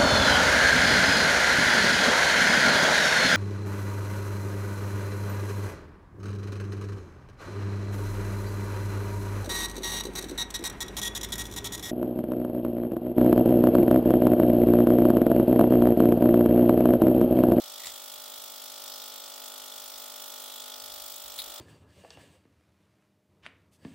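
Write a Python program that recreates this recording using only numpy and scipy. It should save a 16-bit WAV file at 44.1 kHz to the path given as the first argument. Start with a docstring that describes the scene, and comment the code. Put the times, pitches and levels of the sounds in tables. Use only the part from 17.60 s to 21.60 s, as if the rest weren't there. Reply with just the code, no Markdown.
"""A steady buzz and a fizzing hiss: a small ultrasonic cleaner runs on a desk in a small room.
Its drive swells once per mains cycle. Each swell knocks the tank (the buzz) and makes tiny bubbles
collapse in the water (the hiss, called cavitation); single big collapses make the tank ping.
The bath sputters briefly near the start and gives a short ringing rattle near the end.
Two dull scuffs and a faint rumble lie below."""
import sys
import numpy as np
from scipy import signal
from scipy.fft import rfft, irfft
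from scipy.io import wavfile
from scipy.ndimage import uniform_filter1d

SR = 44100
rng = np.random.default_rng(int(sys.argv[2]) if len(sys.argv) > 2 else 0)


def dump(signal):
    """Clip the signal to [-1, 1] and save it as 16-bit WAV at the path in sys.argv[1]."""
    limited = np.clip(np.atleast_2d(signal).T, -1, 1)
    pcm = np.round(limited * 32767).astype(np.int16)
    wavfile.write(sys.argv[1], SR, pcm)


N = 176400
T = np.arange(N) / SR
BINS = np.fft.rfftfreq(N, 1 / SR)
MAINS_HZ = 49.986
BURST_START_S, BURST_RISE_S = 0.015, 0.0052  # timing of the hiss bursts

# Stereo width, as the side (left minus right) against the middle: f/Hz, level/dB
WIDTH = [(100, -19), (300, -14), (600, -8), (1000, -1.5), (1300, -7), (1650, -2), (2100, -7), (2600, -3.5),
         (3000, -19), (3400, -9.5), (3800, -3.5), (4800, -1.5), (7500, -1), (11000, 0), (14000, -1.5),
         (15700, -4)]


def tank_buzz(count=180, size=882, groups=4):
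    """The same knocks repeat every mains cycle and blur into a buzz that wavers as the water moves."""
    # Lower harmonics of the buzz: multiple of the mains frequency, relative level/dB
    harmonics = [(1, -32.5), (2, -33), (3, -57), (4, -28.5), (5, -9.5), (6, -18.5), (7, -13.5), (8, -16),
                 (9, -7.5), (10, -14.5), (11, -4.5), (12, 0.5), (13, -10), (14, -3.5), (15, -10.5),
                 (16, -4), (17, -2), (18, -8.5), (19, -7), (20, -19), (21, -10.5), (22, -11), (23, -8.5),
                 (24, -4.5), (25, -5.5), (26, -4), (27, -8), (28, -9), (29, -6), (30, -56)]
    # Outline of the upper harmonics: f/Hz, relative level/dB
    upper_outline = [(1550, -13.5), (1700, -24.5), (1800, -10), (2150, -26), (2400, -16.5), (2550, -28.5),
                     (2800, -12.5), (2980, -4), (3080, -12), (3150, -5), (3270, -22.5), (3410, 1.5),
                     (3600, -7), (3740, -13), (3900, -17), (4050, -6.5), (4300, -15), (4600, -14.5),
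                     (5650, -20.5), (6300, -15), (9000, -27)]
    # The four knocks in each cycle: t/s after the first, relative level/dB
    knocks = [(0, 0), (.0036, -4), (.0096, -3), (.0135, -9)]
    # Slow swell of the buzz: t/s, gain/dB
    swell = [(0, -2.7), (.6, 0), (1.2, .3), (1.8, 0.3), (2.4, 0), (3, -0.26), (4, -0.5)]
    first_knock_s, mid_lag_s = .0163, .001435
    waver_db, waver_rad = 1.43, 0.092
    k = np.arange(1, count + 1)
    hz, age = k * MAINS_HZ, np.arange(size) / SR
    level_db = at_hz(upper_outline, hz) - 62
    level_db[:len(harmonics)] = np.array(harmonics)[:, 1] - 61
    levels = np.sqrt(2) * from_db(level_db)
    side = 1j * from_db(at_hz(WIDTH, hz)) * rng.choice([-1, 1], count)
    dull = sum(from_db(db) * knock_shape((age - s) % (1 / MAINS_HZ), decay_s=.0017) for s, db in knocks)
    ringing = knock_shape(age, decay_s=.008)
    low, top = hz < 1000, k > len(harmonics)
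    mid = ~low & ~top
    bands = (low, dull), (mid, dull), (top, ringing)
    phase = sum(knock_phases(levels * band, shape) for band, shape in bands)
    phase -= 2 * np.pi * hz * mid_lag_s * mid  # the tank answers later from 1 to 1.5 kHz
    tones = levels * np.exp(1j * phase)
    steps = size * 20  # one finely drawn cycle, played in a loop
    place = ((T - first_knock_s) * MAINS_HZ % 1 * steps).astype(int) % steps
    out = np.zeros((2, N))
    for group in range(groups):  # each group of harmonics wavers on its own
        waver = from_db(waver_db * drift(2.1)) * np.exp(1j * waver_rad * drift(2.9))
        for ear, sign in enumerate((1, -1)):
            ear_tones = tones * (1 + sign * side) * (k % groups == group)
            cycle = np.fft.ifft(np.r_[0, ear_tones], steps) * steps
            out[ear] += (cycle[place] * waver).real
    return out * from_db(np.interp(T, *np.transpose(swell)))


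def knock_shape(age, decay_s, rise_s=0.00055):
    """A knock rises quickly, then dies away."""
    return (1 - np.exp(-age / rise_s)) * np.exp(-age / decay_s)


def knock_phases(levels, envelope, rounds=6):
    """Line up harmonics of the given levels so that one cycle swells and dies like the envelope."""
    k, size = np.arange(1, len(levels) + 1), len(envelope)
    cycle = rng.standard_normal(size)
    for _ in range(rounds):
        flattened = cycle / (abs(cycle) + 1e-18) ** .85
        phase = np.angle(np.fft.fft(envelope * flattened)[k])
        cycle = np.fft.ifft(np.r_[0, levels * np.exp(1j * phase)], size)
    return phase * (levels > 0)


def bubble_hiss():
    """Bubbles collapse in one burst per mains cycle, each of its own strength, over a lingering wash."""
    # Tone colour of the hiss: f/Hz, level/dB in each hertz before the gains below
    colour = [(150, -109.3), (230, -102.6), (400, -96), (580, -93), (900, -95), (1300, -92), (1480, -92),
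              (1680, -100.4), (2100, -93), (2600, -91), (3050, -90), (3230, -82), (3450, -84),
              (3600, -87.5), (3750, -82.5), (3950, -86.5), (4700, -85.5), (5400, -85.5), (5650, -85),
              (5900, -89), (7100, -87.5), (7550, -88.5), (7800, -86), (8150, -87.5), (8700, -89),
              (9500, -90), (10500, -89), (12300, -90), (13700, -86.5), (14400, -86), (14950, -81.5),
              (15250, -91), (15700, -81)]
    # Wash left in tank and room between bursts: f/Hz, level/dB against the burst
    wash_levels = [(300, -1), (1200, 13), (2100, 6.5), (3400, -0.5), (5000, -5.5), (7500, -10.5),
                   (11000, -13), (14500, -10)]
    # Slow swell of the hiss: t/s, then gain/dB near 3.5, 5, 9 and 15 kHz
    swell = [(0, 3, 1.5, 0, -2.5), (0.5, -1, -1.7, 1, 0.5), (0.7, 1, -1.5, -1, -0.6),
             (0.8, 1.5, 0, 0.8, -0.1), (0.92, -0.6, -0.7, -0.5, -1), (1.12, -1, 0.5, 0, -1.5),
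             (1.35, 1, 3.5, -0.5, 0.2), (1.6, 0.5, -0.5, -0.7, -0.9), (1.9, -2.5, -0.8, 0.0, -1.5),
             (2.1, -0.5, -1.5, 0.3, -2), (2.25, -1.5, 0.7, -0.3, 0), (2.55, -0.5, -1.3, -0.1, -1),
             (2.8, 0.5, -1.5, 1.1, 1.2), (2.97, 4.5, -1.5, 1.2, -1), (3.15, -1.5, -1, -1, -1),
             (3.4, -0.2, 1.1, 0.8, 0.7), (3.6, 0.4, -1, -0.6, 0.4), (4.0, 0, -1.3, 0.9, -1)]
    hold_s, decay_s = 0.0017, 0.0063
    gain_db, burst_spread_db, band_spread_db = -0.59, 0.78, 1.6
    cycles = (T - BURST_START_S) * MAINS_HZ + 1
    number, age = cycles.astype(int), cycles % 1 / MAINS_HZ
    rise = np.sin(np.pi / 2 * np.minimum(age / BURST_RISE_S, 1)) ** 2
    burst = rise * np.exp(-np.maximum(age - BURST_RISE_S - hold_s, 0) / decay_s)
    burst_db = burst_spread_db * rng.standard_normal(N)[number]
    times, *columns = np.transpose(swell)
    ring, middle, high, top = [np.interp(T, times, column) for column in columns]
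    edges_hz = [130, 1000, 1600, 2850, 4100, 6300, 9000, 13000, 17000]
    band_swells = 0, 0, 0, ring, middle, high, high, top
    spectrum, out = noise_spectrum(colour), 0
    for low_hz, high_hz, swell_db in zip(edges_hz, edges_hz[1:], band_swells):
        band = irfft(spectrum * (BINS >= low_hz) * (BINS < high_hz), N)
        strength = from_db(burst_db + band_spread_db * rng.standard_normal(N)[number])
        wash = from_db(at_hz(wash_levels, np.sqrt(low_hz * high_hz)))
        envelope = rms_one(np.hypot(burst * strength, wash))
        out += band * envelope * from_db(gain_db + swell_db)
    return out


def tank_pings(per_second=45, spread_db=3.5):
    """Single big collapses near the peak of a burst set the tank ringing, at random moments."""
    # Notes the tank rings at: f/Hz, level/dB, time to fade by 60 dB/s
    notes = [(3210, -67, 0.042), (3413, -60.5, 0.021), (3733, -62.5, 0.042), (4695, -65.5, 0.022),
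             (5688, -62, 0.032), (7490, -65.5, 0.029), (8100, -68.5, .025), (13500, -64, .015),
             (14950, -64, .015)]
    near_peak = np.maximum(np.cos(2 * np.pi * (T - BURST_START_S - BURST_RISE_S) * MAINS_HZ), 0) ** 2
    chance = per_second * near_peak / near_peak.mean() / SR
    out = 0
    for hz, db, fade_s in notes:
        collapses = rng.random((2, N)) < chance
        clicks = collapses * from_db(spread_db * rng.uniform(-1.1, 1, (2, N)) + 2 * drift(2.2))
        decay, angle = from_db(-60 / (fade_s * SR)), 2 * np.pi * hz / SR
        ringing = signal.lfilter([1, 0, -1], [1, -2 * decay * np.cos(angle), decay ** 2], clicks + 1e-18)
        out += from_db(db) * stereo(*rms_one(ringing), hz)
    return out


def sputter():
    """The bath spits: a quick run of sharp ticks, each with a short ring."""
    # Spits: t/s, level/dB, decay/s
    spits = [(.194, -43, .004), (.2, -49, .007), (.204, -38, .003), (.216, -45, .003), (.235, -37, 0.0033),
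             (.2455, -35, 0.0022), (.2565, -35, .004), (.2695, -31, 0.0038), (.2722, -35.5, .0015),
             (.283, -48, .003), (.291, -39.5, .004)]
    # Tone colour of a spit: f/Hz, relative level/dB
    colour = [(60, -14), (200, -12), (420, -14), (700, -1), (1000, -0.5), (1550, -9), (1950, 5), (2650, -3),
              (3900, 4.5), (5200, -4), (6600, -1), (7500, 4), (9000, -7), (15500, -5)]
    # Notes a spit rings: f/Hz, relative level/dB, time to fade by 60 dB/s
    notes = [(1945, -9, 0.026), (3900, -2, 0.01), (7400, -8, .012)]
    return ring_notes(spits, notes) + noise_bursts(spits, colour, tail_db=-9.5, tail_s=0.019)


def rattle():
    """Something rattles in the tank: each contact clicks and rings."""
    # Contacts: t/s, level/dB, decay/s
    contacts = [(3.789, -27.5, 0.0031), (3.7935, -31, 0.0023), (3.7972, -32, 0.0027),
                (3.8006, -30.5, 0.0037), (3.8075, -40, .002), (3.812, -45, .002), (3.8183, -36, .003)]
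    # Tone colour of a click: f/Hz, relative level/dB
    colour = [(1200, -33), (2400, -3.5), (3100, -10), (3800, 8), (4600, 1), (5400, -20), (9000, -11),
              (10000, -2), (12500, -6), (15000, -7)]
    # Notes a contact rings: f/Hz, relative level/dB, time to fade by 60 dB/s
    notes = [(3560, -8, .014), (3800, -1.5, 0.021), (4070, 0, 0.013), (4300, -16, .01)]
    clicks = noise_bursts(contacts, colour, tail_db=-19, tail_s=0.032)
    return ring_notes(contacts, notes) + from_db(-0.5) * clicks


def scuffs():
    """Two faint, dull puffs of noise."""
    # Scuffs: t/s, level/dB, decay/s
    events = [(.72, -68, .02), (3.875, -56, .02)]
    # Their tone colour: f/Hz, relative level/dB
    colour = [(60, -16), (170, -21), (340, 14), (600, 1), (1100, -5), (2000, -4), (5000, -36)]
    return noise_bursts(events, colour, tail_db=-7, tail_s=0.066, smooth_samples=400)


def rumble(flutter_db=3, bump_hz=47.8, bump_rise_s=0.023):
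    """A faint, uneven rumble with soft bumps that swell and die within a few cycles."""
    # Tone colour of the rumble: f/Hz, relative level/dB
    colour = [(20, -19), (33, -10), (44, -5), (60, -2), (90, 6.5), (125, -10), (250, -28)]
    # The loudness it flutters around: t/s, level/dB
    loudness = [(0, -82), (.2, -92), (.28, -71), (.42, -84), (.65, -75), (1, -87), (2.2, -84), (2.38, -77),
                (2.55, -91), (3.2, -79.5), (3.38, -71), (3.53, -78), (3.68, -70), (3.87, -73), (4, -80)]
    # Soft low bumps: t/s, peak level/dB
    bumps = [(.27, -68), (.56, -76), (.89, -81), (1.31, -74), (1.99, -73), (2.33, -68), (3.0, -78),
             (3.29, -66), (3.39, -64), (3.64, -64), (3.79, -66), (3.86, -62)]
    out = noise(colour) * from_db(np.interp(T, *np.transpose(loudness)) + flutter_db * drift(31))
    for s, db in bumps:
        age = np.maximum(T - s, 0)
        envelope = age / bump_rise_s * np.exp(1 - age / bump_rise_s)
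        out += from_db(db) * envelope * np.sin(2 * np.pi * bump_hz * age)
    return out


def ring_notes(events, notes, rise_s=.0004):
    """Each hit starts a few pure tones that fade away."""
    out = np.zeros(N)
    for s, db, _ in events:
        start = int(s * SR)
        age = T[:min(SR // 10, N - start)]
        onset = 1 - np.exp(-(age / rise_s) ** 2)
        for hz, note_db, fade_s in notes:
            envelope = onset * from_db(db + note_db - 60 * age / fade_s)
            out[start:start + len(age)] += envelope * np.sin(2 * np.pi * hz * age)
    return out


def noise_bursts(events, colour, tail_db, tail_s, smooth_samples=48):
    """Sudden bursts of noise die quickly and leave a faint tail in the room."""
    power = 0
    for s, db, decay_s in events:
        age = np.maximum(T - s, 0)
        tail = from_db(tail_db) ** 2 * np.exp(-2 * age / tail_s)
        power += (T >= s) * from_db(db) ** 2 * (np.exp(-2 * age / decay_s) + tail)
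    hiss = noise(colour)
    hiss_power = uniform_filter1d(np.mean(hiss ** 2, axis=0), smooth_samples)
    return hiss * np.sqrt(power / hiss_power)  # dividing evens out the noise's own ups and downs


def noise(colour):
    """Stereo noise with the given tone colour and an average (rms) level of 1."""
    return rms_one(irfft(noise_spectrum(colour), N))


def noise_spectrum(colour):
    """Spectrum of stereo noise whose table gives the dB in each hertz."""
    mid, side = rfft(rng.standard_normal((2, N))) * from_db(at_hz(colour, BINS)) * np.sqrt(SR / 2)
    return stereo(mid, side, BINS)


def stereo(mid, side, hz):
    """Add the side on the left and subtract it on the right, for the width of the room."""
    return mid + side * from_db(at_hz(WIDTH, hz)) * np.array([[1], [-1]])


def drift(rate):
    """A smooth random wander of typical size 1, changing about rate times a second."""
    return rms_one(irfft(rfft(rng.standard_normal(N)) / (1 + (BINS / rate) ** 2), N))


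def at_hz(points, hz):
    """Read between a table's rows, with octaves evenly spaced."""
    f, value = np.transpose(points)
    return np.interp(np.log(np.maximum(hz, 1)), np.log(f), value)


def rms_one(x):
    """Scale to an average (rms) level of 1."""
    return x / np.sqrt(np.mean(x ** 2))


def from_db(db):
    """Turn decibels into a gain."""
    return 10 ** (np.asarray(db) / 20)


def scene():
    """The running cleaner, its sputter and rattle, and the low background."""
    return tank_buzz() + bubble_hiss() + tank_pings() + sputter() + rattle() + scuffs() + rumble()


def record(dry, cutoff_hz=15830):
    """The highest treble is cut off steeply."""
    return signal.sosfilt(signal.ellip(14, .1, 80, cutoff_hz, fs=SR, output="sos"), dry)


dry = scene()
out = record(dry)
dump(out)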